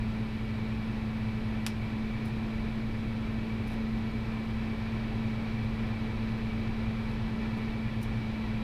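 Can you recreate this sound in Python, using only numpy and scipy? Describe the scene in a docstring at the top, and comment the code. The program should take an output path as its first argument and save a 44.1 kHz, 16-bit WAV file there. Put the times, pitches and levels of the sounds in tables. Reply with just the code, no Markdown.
"""A glassworker's bench torch hisses throughout, over an extractor fan's rumble and motor hum.
At 1.7 s a piece of glass snaps; the fan then speeds up slightly. From 2.3 s thin glass rods graze
and tick against each other. Around 4.3 s the oxygen is opened and the hiss grows a little.
At 8 s comes the loudest tick and the fan slows back. The bench and the near walls of the small
workshop throw each click back."""
import sys
import numpy as np
from scipy import signal
from scipy.fft import rfft, irfft
from scipy.io import wavfile

SR = 44100
rng = np.random.default_rng(int(sys.argv[2]) if len(sys.argv) > 2 else 0)


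def transcribe(u):
    """Save the signal u as a 16-bit wav file named by the first command-line argument.

    u: samples, shape (n,) or (channels, n), limited to [-1, 1]; the rate is SR.
    q: integer samples, one column per channel.
    """
    v = np.clip(np.atleast_2d(u).T, -1, 1)
    q = np.round(v * 32767).astype(np.int16)
    wavfile.write(sys.argv[1], SR, q)


N = 380583


def amp(db):
    """Decibels to gain."""
    return 10 ** (np.asarray(db) / 20)


def read(points, hz):
    """Interpolate (frequency [Hz], value) rows over log frequency."""
    f, value = np.transpose(points)
    return np.interp(np.log(hz + 1), np.log(f + 1), value)


def ramp(start_s, end_s):
    """Linear rise from 0 to 1 between two times."""
    return np.clip((np.arange(N) / SR - start_s) / (end_s - start_s), 0, 1)


def drift(rate_hz):
    """Slow random wander, rms 1."""
    hz = np.fft.rfftfreq(N, 1 / SR)
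    slow = irfft(rfft(rng.standard_normal(N)) * np.exp(-(hz / rate_hz) ** 2) * (hz > 0), N)
    return slow / slow.std()


def turbulence(spectrum, peaks):
    """Noise of a given spectral density, lifted at each resonance."""
    hz = np.fft.rfftfreq(N, 1 / SR)
    lift_db = sum(db * .5 ** ((2 * (hz - f) / width) ** 2) for f, width, db in peaks)
    density_db = read(spectrum, hz) + lift_db
    return irfft(rfft(rng.standard_normal(N)) * amp(density_db), N) * np.sqrt(SR / 2)


def clicks(impulses, colour, size=2048):
    """Impulses (time [s], gain), each spread into a minimum-phase pulse of the given spectrum."""
    log_gain = np.log(amp(read(colour, abs(np.fft.fftfreq(size, 1 / SR)))))
    pulse = np.fft.ifft(np.exp(np.conj(signal.hilbert(log_gain)))).real[:size // 2]
    train = np.zeros(N)
    for s, gain in impulses:
        train[round(s * SR)] += gain
    return signal.oaconvolve(train, pulse)[:N]


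def torch(soft_db=-.5, keen_db=.57, oxygen_s=(3.5, 5.1), flutter_db=.35, flutter_hz=9):
    """Flame and entrained air hiss, flutter and swell as the oxygen opens; a thin fizz stays steady."""
    # flame and air noise: (frequency [Hz], density [dB/Hz])
    hiss = [(200, -84.5), (600, -80), (1000, -81), (1500, -83), (2200, -83.5), (2800, -88), (4000, -90),
            (5000, -96.5), (6000, -104.5), (7300, -117), (15000, -135)]
    # its resonances: (frequency [Hz], width [Hz], lift [dB])
    hiss_peaks = [(762, 99, 3.5), (870, 38, 5), (979, 85, 4), (1048, 21, 4.5), (1123, 35, 2.5),
                  (1327, 51, 4.5), (1745, 56, 5), (1823, 48, 3), (1956, 85, 4.5), (2240, 40, 6.5),
                  (2306.5, 80, 11), (2405, 34, 10), (2475, 32, 5.1), (2602, 135, 6.5), (2880, 66, 4),
                  (3289, 230, 2), (3955, 180, 3.5), (4480, 64, 2), (4850, 62, 0)]
    # thin high hiss: (frequency [Hz], density [dB/Hz])
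    fizz = [(1000, -112), (7000, -109.5), (8000, -109.2), (10000, -112), (12000, -113.3), (14400, -114.4),
            (15300, -119)]
    # its faint whistles: (frequency [Hz], width [Hz], lift [dB])
    whistles = [(8714, 125, 4.8), (9781, 115, 6), (11960, 155, 2.7)]
    flow_db = soft_db + (keen_db - soft_db) * ramp(*oxygen_s)
    jet = turbulence(hiss, hiss_peaks) * amp(flow_db + flutter_db * drift(flutter_hz))
    return jet + turbulence(fizz, whistles)


def fan(slow_hz=18.26, fast_hz=18.465, speed_up_s=(1.9, 2.9), slow_down_s=(8.0, 8.35),
        waver_db=.7, waver_hz=4, load_db=.5):
    """Six-bladed fan: tones locked to the shaft, in an air rumble that grows with speed."""
    # fan tones: (multiple of shaft speed, rms level [dB])
    orders = [(2, -52), (3, -48), (6, -45.5), (7.5, -54.5), (12, -36), (18, -60.5), (19, -62.5),
              (24, -61.5)]
    # drawn air: (frequency [Hz], density [dB/Hz])
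    air = [(8, -69), (14, -59), (45, -56.5), (72, -64.5), (140, -66), (200, -65), (265, -72), (370, -75),
           (540, -77), (900, -96.5), (3000, -135)]
    # duct and room resonances: (frequency [Hz], width [Hz], lift [dB])
    duct = [(103.5, 30, 10.5), (231, 28, 6), (288.6, 21.4, 7), (424.5, 39, 5)]
    shaft_hz = slow_hz + (fast_hz - slow_hz) * (ramp(*speed_up_s) - ramp(*slow_down_s))
    turns = np.cumsum(shaft_hz) / SR
    tones = np.zeros(N)
    for order, db in orders:
        peak = np.sqrt(2) * amp(db + waver_db * drift(waver_hz))
        tones += peak * np.sin(2 * np.pi * (order * turns + rng.random()))
    swell_db = load_db * (shaft_hz - shaft_hz.mean()) / np.ptp(shaft_hz)
    return tones + turbulence(air, duct) * amp(swell_db)


def motor():
    """Steady electrical hum of a mains motor."""
    # hum lines: (frequency [Hz], rms level [dB])
    hum = [(58.5, -52), (120, -41.5), (360, -59.5)]
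    t = np.arange(N) / SR
    return np.sqrt(2) * sum(amp(db) * np.sin(2 * np.pi * (hz * t + rng.random())) for hz, db in hum)


def glass_snap():
    """Glass breaks: one hard pulse and its recoil."""
    # pulse and recoil: (time [s], level [dB], polarity)
    pulses = [(1.66533, -7, 1), (1.66581, -16, -1)]
    # snap spectrum: (frequency [Hz], gain [dB])
    colour = [(150, -22), (500, -12), (850, 1), (1400, 1.5), (2200, 9.5), (3400, 2.5), (5000, 4.5),
              (7500, -4), (9500, -2), (12000, -6), (15000, -16)]
    return clicks([(s, polarity * amp(db)) for s, db, polarity in pulses], colour)


def workshop(x, echo_db, tail_db, scatter_db, scatter_t60_s, tail_rise_s=.0051, scatter_rise_s=.002):
    """Direct sound, first echoes, brief scatter off the cluttered bench, and the room's tail."""
    # echoes off bench, tools and window: (delay [ms], level re echo_db [dB])
    echoes = [(3.5, -8), (4.0, -9.5), (6.4, -7), (11.1, -15)]
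    # room decay: (frequency [Hz], T60 [s])
    decay = [(300, .25), (2000, 0.17), (5000, 0.19), (10000, 0.13), (15000, .12)]
    t = np.arange(SR // 2) / SR
    hz, frame_s, bands = signal.stft(rng.standard_normal(len(t)), SR, nperseg=128)
    bands *= 1000 ** (-frame_s / read(decay, hz)[:, None])
    tail = signal.istft(bands, SR, nperseg=128)[1][:len(t)]
    tail *= 1 - np.exp(-(t / tail_rise_s) ** 2)
    scatter = rng.standard_normal(len(t)) * 1000 ** (-t / scatter_t60_s)
    scatter *= 1 - np.exp(-t / scatter_rise_s)
    response = amp(tail_db) * tail / np.linalg.norm(tail)
    response += amp(scatter_db) * scatter / np.linalg.norm(scatter)
    response[0] += 1  # direct path
    for ms, db in echoes:
        response[round(ms * SR / 1000)] += amp(db + echo_db)
    return signal.oaconvolve(x, response)[:N]


def rod_ticks(usual_graze_db=-46.5, usual_landing_db=-43, graze_db_per_db=.35):
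    """A rod grazes its neighbour, then lands on it; the graze grows only a little with the landing."""
    # landings: (time [s], level [dB], lead of the graze [s])
    ticks = [(2.2565, -40, .0055), (2.2805, -45, .0055), (3.6765, -42, .0055), (3.701, -46, .017),
             (3.717, -45, .006), (3.738, -46, .006), (7.115, -49, .017), (7.576, -48.5, .007),
             (8.0288, -31.5, .0125)]
    # tick spectrum: (frequency [Hz], gain [dB])
    colour = [(1000, -20), (4000, -1), (6000, 4), (7700, -2), (9200, 5.5), (11000, 3), (13000, 1),
              (15000, -2)]
    impulses = []
    for s, db, lead_s in ticks:
        graze_db = usual_graze_db + graze_db_per_db * (db - usual_landing_db)
        impulses += [(s - lead_s, amp(graze_db)), (s, amp(db))]
    return clicks(impulses, colour)


def scene():
    """Mono mix: the snap is close by; the rods lie among clutter and are heard less directly."""
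    steady = torch() + fan() + motor()
    snap = workshop(glass_snap(), echo_db=-3, tail_db=-9, scatter_db=-7, scatter_t60_s=.04)
    rods = workshop(rod_ticks(), echo_db=1, tail_db=0, scatter_db=4, scatter_t60_s=.028)
    return (steady + snap + rods)[None]


def record(dry, cutoff_hz=15300):
    """Steep low-pass on the top treble."""
    lowpass = signal.firwin(511, cutoff_hz, window=("kaiser", 9), fs=SR)
    return signal.oaconvolve(dry, lowpass[None], "same")


dry = scene()
out = record(dry)
transcribe(out)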